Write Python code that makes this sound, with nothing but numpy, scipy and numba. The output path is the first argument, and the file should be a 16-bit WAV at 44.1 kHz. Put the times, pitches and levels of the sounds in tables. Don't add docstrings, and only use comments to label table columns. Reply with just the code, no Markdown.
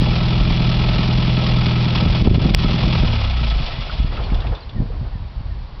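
import sys
import numpy as np
from scipy import signal
from scipy.fft import rfft, irfft
from scipy.io import wavfile
from scipy.ndimage import uniform_filter1d
from numba import njit

SR = 44100
rng = np.random.default_rng(int(sys.argv[2]) if len(sys.argv) > 2 else 0)


def unload_audio(sound):
    columns = np.transpose(np.atleast_2d(sound))
    steps = np.round(np.clip(columns, -1, 1) * 32767)
    wavfile.write(sys.argv[1], SR, steps.astype(np.int16))


def gain_from_db(level_db):
    decades = np.asarray(level_db, float) / 20
    return 10 ** decades


N = 255780
T = np.arange(N) / SR


def level(x, db):
    return x * gain_from_db(db) / np.sqrt(np.mean(x ** 2))


@njit
def svf(x, hz, width):
    y, band, low = np.empty(len(x)), 0., 0.
    g, k = np.tan(np.pi * hz / SR), width / hz
    for i in range(len(x)):
        v = (band + g * (x[i] - low)) / (1 + g * (g + k))
        band, low, y[i] = 2 * v - band, low + 2 * g * v, k * v
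    return y


@njit
def follow(x, attack, release):
    y, e = np.empty(len(x)), 0.
    for i in range(len(x)):
        e += (abs(x[i]) - e) * (attack if abs(x[i]) > e else release)
        y[i] = e
    return y


def ring(x, modes):
    out = np.zeros(len(x))
    for k, (hz, width, db) in enumerate(modes):
        out += (-1) ** k * gain_from_db(db) * svf(x, 1. * hz, 1. * width) / width
    return out


def colour(points):
    hz, db = np.transpose(points)
    f = np.maximum(np.fft.rfftfreq(N, 1 / SR), 1)
    gain = gain_from_db(np.interp(np.log(f), np.log(hz), db))
    return level(irfft(rfft(rng.standard_normal(N)) * gain, N), 0)


def walk(rate):
    k = int(SR / rate)
    held = np.repeat(rng.standard_normal(N // k + 1), k)
    return 1.5 * uniform_filter1d(uniform_filter1d(held, k), k)[:N]


def beats(stroke, every=1):
    return np.diff(np.floor(stroke / every), prepend=np.floor(stroke[0] / every))


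# frequency_hz, level_db_per_hz
SUBURB = [(88, -37), (150, -6.5), (375, -14.5), (964, -9.5), (1110, -11.5), (1190, -15), (1620, -18.5),
          (2410, -20.5), (4570, -21.5), (5740, -32.5), (7460, -63.5), (12600, -120)]


def suburb():
    return colour(SUBURB) * gain_from_db(-44.5 + .5 * walk(4.7))


# start_s, length_s, start_hz, end_hz, level_db
BIRD = [(3.33, .13, 1750, 2050, -47), (3.69, .13, 1750, 2080, -45), (3.885, .04, 4900, 4200, -45),
        (4.05, .12, 1680, 2050, -48), (4.238, .03, 4950, 4100, -42), (4.42, .07, 1750, 1900, -51),
        (4.605, .035, 4950, 4000, -47), (4.752, .06, 2080, 1700, -53), (5.06, .02, 4400, 4100, -57),
        (5.12, .07, 2000, 1700, -55), (5.395, .03, 3100, 2700, -57), (5.5, .05, 1950, 1700, -54)]


def bird():
    out = np.zeros(N)
    waver = walk(150)
    for s, length, hz0, hz1, db in BIRD:
        u = np.clip((T - s) / length, 0, 1)
        swell = gain_from_db(db + 1.5 + 3.5 * waver) * np.sqrt(4 * u * (1 - u))
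        pitch_hz = hz0 + (hz1 - hz0) * u ** .6
        out += swell * np.sin(2 * np.pi * np.cumsum(pitch_hz) / SR)
    return out


# time_s, level_db
BREEZE = [
    (0, -28),
    (.7, -19.5),
    (1.3, -24),
    (2, -27.5),
    (3, -20.5),
    (3.2, -30),
    (3.9, -26.5),
    (4.6, -27),
    (5, -26.5),
    (5.8, -35.5),
]
# centre_s, half_length_s, rumble_db, flutter_db
GUSTS = [(0, .04, -14.5, -32), (0.111, .025, -16, -35), (0.453, 0.1, -17.5, -33.5), (1.55, 0.076, -21, -38),
         (1.883, .04, -23, -45), (2.02, 0.019, -25, -14.5), (2.093, .04, -10, -23.5),
         (2.3, 0.079, -4.5, -10), (2.483, 0.058, -19, -16), (2.549, 0.048, -9, -47),
         (2.845, 0.035, -15, -21), (3.026, 0.059, -15, -39), (4.029, 0.079, -18, -44),
         (4.184, 0.12, -26.5, -34), (4.36, 0.075, -17, -41), (4.67, 0.023, -27, -52),
         (4.812, 0.066, -23, -28), (5.028, 0.027, -21.5, -38), (5.39, .05, -23, -60),
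         (5.593, 0.091, -26.5, -56)]


def wind():
    rumble = colour([(10, -32), (22, -4), (40, 5.5), (75, -2), (140, -13.0), (300, -38), (2000, -96.5)])
    flutter = colour([(50, -15.0), (110, 2.0), (220, -10.5), (350, -16.5), (700, -24.0), (3000, -91)])
    breeze = gain_from_db(np.interp(T, *np.transpose(BREEZE)) + 3.5 * walk(13))
    low_gusts, high_gusts = np.zeros(N), np.zeros(N)
    for s, half, rumble_db, flutter_db in GUSTS:
        shape = np.exp(-((T - s) / half) ** 2)
        low_gusts += gain_from_db(rumble_db) * shape
        high_gusts += gain_from_db(flutter_db) * shape
    low = np.maximum(breeze, low_gusts)
    high = breeze * gain_from_db(-17) + high_gusts
    return rumble * low + flutter * high * gain_from_db(0.57 * walk(40))


def blips(table, ms):
    push = np.zeros(N)
    for s, db in table:
        width_ms = ms * gain_from_db(-.25 * db)
        push += gain_from_db(db) * np.exp(-.5 * ((T - s) * 1000 / width_ms) ** 2)
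    return signal.sosfilt(signal.butter(2, 35, "high", fs=SR, output="sos"), push)


# time_s, peak_db
PUSHES = [
    (0.491, -5.5),
    (2.031, -17),
    (2.275, 8),
    (2.287, -2),
    (2.32, 0),
    (2.383, 7),
    (2.465, -4),
    (2.876, -1.5),
    (5.156, -13.5),
]
# time_s, peak_db
SUCKS = [(0.684, -3.5), (2.224, 2), (2.258, -16), (2.278, -12), (2.313, 6.5), (2.339, -3), (2.361, -15),
         (2.377, 4.5), (2.431, -14), (2.46, 5), (2.511, -4.5), (4.002, -8), (4.048, -7.5), (4.322, -6.5),
         (4.337, -11.5), (4.766, -12.5), (4.784, -17), (4.804, -3.5), (4.823, -9.5), (5.014, -14.5),
         (5.409, -16.5)]
# time_s, peak_db
SLAM = [
    (2.5482, 3),
]


def buffets():
    return blips(PUSHES, .93) - blips(SUCKS, .84) + blips(SLAM, 1.1)


# time_s, stroke_rate_hz, exhaust_db
IDLE = [
    (0, 40.84, -15),
    (0.302, 40.97, -16),
    (0.698, 41.29, -16.5),
    (1.3, 41.64, -16.5),
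    (1.7, 40.89, -16),
    (2.1, 40.72, -17.5),
    (2.5, 41.21, -16.5),
    (2.96, 41.32, -18),
]
COAST_S, FRICTION_HZ_PER_S, DRAG_PER_S, ROCKING_HZ = 2.99, 15., .4, .9
CHOKE_HZ, CHOKE_STEEP = 22.6, 4.0


def crank():
    s, hz, db = np.transpose(IDLE)
    rest = FRICTION_HZ_PER_S / DRAG_PER_S
    decay = np.exp(-DRAG_PER_S * np.maximum(T - COAST_S, 0))
    hz = np.maximum((np.interp(T, s, hz) + rest) * decay - rest, ROCKING_HZ)
    choke_db = 10 * np.log10(1 + (CHOKE_HZ / hz) ** (2 * CHOKE_STEEP))
    return hz, np.interp(T, s, db) - choke_db


# peak_s, level_db
SIGHS = [(3.6, -32), (3.85, -35), (4.118, -26), (4.192, -28.5), (4.27, -29), (4.33, -28), (4.392, -31),
         (4.446, -32), (4.52, -28), (4.8, -40.5), (4.92, -35.5), (5.05, -36), (5.32, -43)]
SIGH_RISE_S, SIGH_FADE_DB_PER_S = .006, 150


def sigh():
    rush = colour([(150, -19), (320, -5), (500, -3), (1000, -5.5), (1500, -12.0), (4000, -34)])
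    puffs = np.zeros(N)
    for s, db in SIGHS:
        rise = np.clip((T - s) / SIGH_RISE_S + 1, 0, 1)
        puffs += rise * gain_from_db(db - SIGH_FADE_DB_PER_S * np.maximum(T - s, 0))
    return rush * puffs * gain_from_db(-7 + 0.42 * walk(50))


def contacts(table, crack_db, spread):
    out = np.zeros(N)
    t = T[:SR // 8]
    for s, db, hz, t60 in table:
        i = int(s * SR)
        air = rng.standard_normal(len(t))
        puff = svf(svf(air, 1. * hz, spread * hz), 1. * hz, spread * hz)
        tone = np.sin(2 * np.pi * hz * t) / 2
        envelope = gain_from_db(db - 60 * t / t60) * (1 - np.exp(-t / 0.00085))
        out[i:i + len(t)] += envelope * (tone + level(puff, crack_db))
    return out


# start_s, peak_db, ring_hz, t60_s
KNOCKS = [(3.686, -21, 698.2, 0.069), (3.896, -21.5, 1300, 0.088), (4.112, -30.5, 476, 0.08),
          (4.131, -36, 468, 0.049), (4.175, -24, 1322, 0.096), (4.189, -27, 560, 0.08),
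          (4.209, -38, 530, 0.089), (4.299, -30, 673, 0.08), (4.355, -18, 706, 0.039),
          (4.389, -23, 774, 0.037), (4.447, -14.5, 697, 0.025), (4.489, -36, 764, 0.072),
          (4.519, -23, 490, 0.077), (4.55, -33.5, 3580, 0.17), (4.692, -28.5, 3420, 0.05),
          (4.9, -24, 458, 0.067)]


def knocks():
    return contacts(KNOCKS, crack_db=-9.0, spread=0.32)


SEAT_FROM_S, SEAT_TO_S, SEAT_LAG = 3.36, 4.0, 0.42
SEAT_DB, SEAT_SCATTER_DB, SEAT_HZ, SEAT_SPREAD = -26.5, 5, 3201, .08


def seat_rows(stroke):
    times = T[(beats(stroke - SEAT_LAG) > 0) & (T > SEAT_FROM_S) & (T < SEAT_TO_S)]
    chance = rng.standard_normal((40, 2))
    return [(s, SEAT_DB + SEAT_SCATTER_DB * a, SEAT_HZ * (1 + SEAT_SPREAD * b))
            for s, (a, b) in zip(times, chance)]


# start_s, peak_db, ring_hz
TICKS = [(4.0282, -22, 3020), (4.061, -36, 3020), (4.1679, -20.5, 2680), (4.199, -26, 2650),
         (4.235, -27, 2920), (4.2994, -25, 2200), (4.3444, -21, 3500), (4.403, -23.5, 3510),
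         (4.4194, -25, 2770), (4.469, -22.5, 2680), (4.5482, -27.5, 3500), (4.6935, -33, 3370)]


def valve_ticks(stroke):
    t60_s = 0.046
    metal = [(*row, t60_s) for row in [*TICKS, *seat_rows(stroke)]]
    return contacts(metal, crack_db=-5, spread=0.67) * gain_from_db(-5)


TAPPET_DB = [0.5, 1.5, -0.5, 2.5]
# frequency_hz, level_db_per_hz
CLATTER = [(180, -38), (300, -15.5), (327, -10), (457, -11), (614, -5), (1150, -8.5), (1320, -15.5),
           (1590, -15), (3380, -10), (5140, -15.5), (5740, -26), (7460, -52), (12600, -120)]
# frequency_hz, width_hz, level_db
BLOCK = [(1300, 39.5, -6), (2410, 350, 8), (2917, 180, 3), (3386, 77, 0.5), (4284, 190, -4.5)]
CLATTER_LAG, CLANK_LAG = .43, .4
CLATTER_DB, CLATTER_LAW = -28, 1.137
SHUDDER_S, SHUDDER_HALF_S, SHUDDER_DB = 4.43, 0.16, 3


def valvegear(stroke, hz):
    speed = hz / hz.max()
    late = stroke - CLATTER_LAG + 4
    count = late.astype(int)
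    size = gain_from_db(np.array(TAPPET_DB)[count % 4] + 2.2 * rng.standard_normal(200)[count])
    depth = .56 * speed ** 0.42
    burst = 1 - depth + depth * size * np.sin(np.pi * (late % 1) ** 0.64) ** 1.4
    rattle = burst * colour(CLATTER) * gain_from_db(walk(60))
    block = ring(burst * rng.standard_normal(N), BLOCK)
    seats = np.zeros(N)
    for k, (a, w) in enumerate(rng.random((12, 2))):
        angle = k // 3 + .25 + 0.22 * (k % 3) - .12 * (a - .5)
        seats += gain_from_db(5.3 * w) * beats(late - angle, every=5.3)
    seats = ring(seats * gain_from_db(walk(200)), [*BLOCK[1:], (3500, 2400, 80)])
    clank = svf(beats(stroke - CLANK_LAG, every=4), 1300., 40.)
    total = level(rattle, 0) + level(block, -3.5) + level(seats, -11.5) + level(clank, -17.5)
    shudder_db = SHUDDER_DB * np.exp(-((T - SHUDDER_S) / SHUDDER_HALF_S) ** 2)
    return total * gain_from_db(CLATTER_DB + shudder_db) * speed ** CLATTER_LAW


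SPREAD, CENTRE_ORDER = .05, 7


def note(turn, orders, unsteady_db, fade):
    out = np.zeros(N)
    for k, db in orders:
        phase = 2 * np.pi * (k * turn - SPREAD * (k - CENTRE_ORDER) ** 2)
        out += fade(k) * gain_from_db(db + unsteady_db * walk(14)) * np.cos(phase)
    return out


CYLINDER_DB = [3.6, 3, 5.5, -5]
# frequency_hz, width_hz, level_db
PIPE = [(506.4, 8.7, -3.5), (619, 19, 0.5), (808, 9.8, -3.5)]
# multiple_of_crank_turns, level_db
FIRING = [(1, -14), (2, -7.5), (3, -15.5), (4, -8), (5, -25.5), (6, 1), (7, -28.5), (8, -5), (9, -13.5),
          (10, -8.5), (11, -27.5), (12, -31.5), (13, -41.5), (14, -30.5), (15, -33.5), (16, -17.5),
          (17, -32), (18, -27), (19, -23.5), (20, -28), (21, -29.5)]
# multiple_of_crank_turns, level_db
PUMPING = [(2, -1), (3, -14), (4, 1), (5, -16), (6, -11), (8, -16), (10, -15), (12, -21)]
CUT_S, COOL_S = 3.045, 0.2
PUMP_FAILS_HZ = 23.
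BOX_HZ, BOX_WIDTH_HZ, BOX_IDLE_DB, BOX_SWELL_DB = 225., 7.8, -21.5, 4
BOX_FROM_S, BOX_TO_S, BOX_EDGE_S = 2.6, 3.47, 0.037


def exhaust(stroke):
    count = stroke.astype(int)
    size = gain_from_db(np.array(CYLINDER_DB)[count % 4] + 4.0 * rng.standard_normal(200)[count])
    kicks = beats(stroke) * size
    since = np.maximum(T - CUT_S, 0) / COOL_S
    fired = note(stroke / 2, FIRING, 1.0, lambda k: np.exp(-(since * max(k / 6, 1) ** 3) ** 2))
    pumped = note(stroke / 2, PUMPING, 4.0, lambda k: 1 - np.exp(-since ** 2 * 2))
    pumped /= 1 + (PUMP_FAILS_HZ / (np.gradient(stroke) * SR)) ** 10
    swell = (np.tanh((T - BOX_FROM_S) / BOX_EDGE_S) - np.tanh((T - BOX_TO_S) / BOX_EDGE_S)) / 2
    box = svf(svf(kicks, BOX_HZ, BOX_WIDTH_HZ), BOX_HZ, 2 * BOX_HZ)
    box = level(box, 0) * gain_from_db(BOX_IDLE_DB + BOX_SWELL_DB * swell)
    bark = svf(svf(kicks * (count % 4 == 0), 165., 90.), 190., 160.0)
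    bark = level(bark, -13) * np.exp(-since)
    thud = svf(svf(kicks, 125., 41.0), 125., 64.0)
    thud = level(thud, -10) * np.minimum(since ** 2 / 3, 1.5)
    pipe = level(ring(kicks, PIPE), -24.0) * np.exp(-since)
    return fired + pumped + box + bark + thud + pipe


BARK_FIRING_S = 1.4745


def scene():
    hz, exhaust_db = crank()
    stroke = np.cumsum(hz) / SR
    stroke += 64 - stroke[int(BARK_FIRING_S * SR)]
    background = suburb() + bird()
    air = wind() + buffets()
    stopping = sigh() + knocks() + valve_ticks(stroke)
    engine = valvegear(stroke, hz) + exhaust(stroke) * gain_from_db(exhaust_db)
    return (background + air + stopping + engine)[None]


def roll_off(x):
    return signal.sosfilt(signal.butter(12, 16500, fs=SR, output="sos"), x)


# time_s, depth_db
DUCKS = [
    (2.225, -8.5),
    (2.286, -11),
    (2.318, -7.5),
    (2.365, -9),
    (2.387, -3.5),
    (2.468, -3),
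    (2.512, -8),
    (2.5496, -10),
]
FLIPS_S = [
    2.54808,
    2.54846,
]
LIMIT_DB, LIMIT_RATIO, ATTACK_S, RELEASE_S, RECOVER_S = -15, 1.36, 0.0023, 0.0099, 0.025
TOP_HZ, FULL_SCALE = 5590, .73


def record(dry):
    peak = follow(dry[0], 1 / (ATTACK_S * SR), 1 / (RELEASE_S * SR))
    x = dry[0] * np.minimum(1, gain_from_db(LIMIT_DB) / (peak + 1e-9)) ** (1 - 1 / LIMIT_RATIO)
    duck_db = sum(db * (T > s) * np.exp(-np.abs(T - s) ** 2 / RECOVER_S ** 2) for s, db in DUCKS)
    x = x * gain_from_db(uniform_filter1d(duck_db, size=100))
    x = .66 * np.tanh(x / .66 + (x / .66) ** 3 / 4)
    x = signal.sosfiltfilt(signal.cheby2(10, 50, TOP_HZ * 1.2305, fs=SR, output="sos"), x)
    flips = sum(np.sinc((T - s) * 11500) * np.exp(-((T - s) / .0008) ** 2) for s in FLIPS_S)
    plateau = .12 * np.exp(-((T - np.mean(FLIPS_S)) / .0005) ** 2)
    x = np.clip(x - 1.4 * flips + plateau, -FULL_SCALE, FULL_SCALE)
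    return roll_off(x[None])


dry = scene()
out = record(dry)
unload_audio(out)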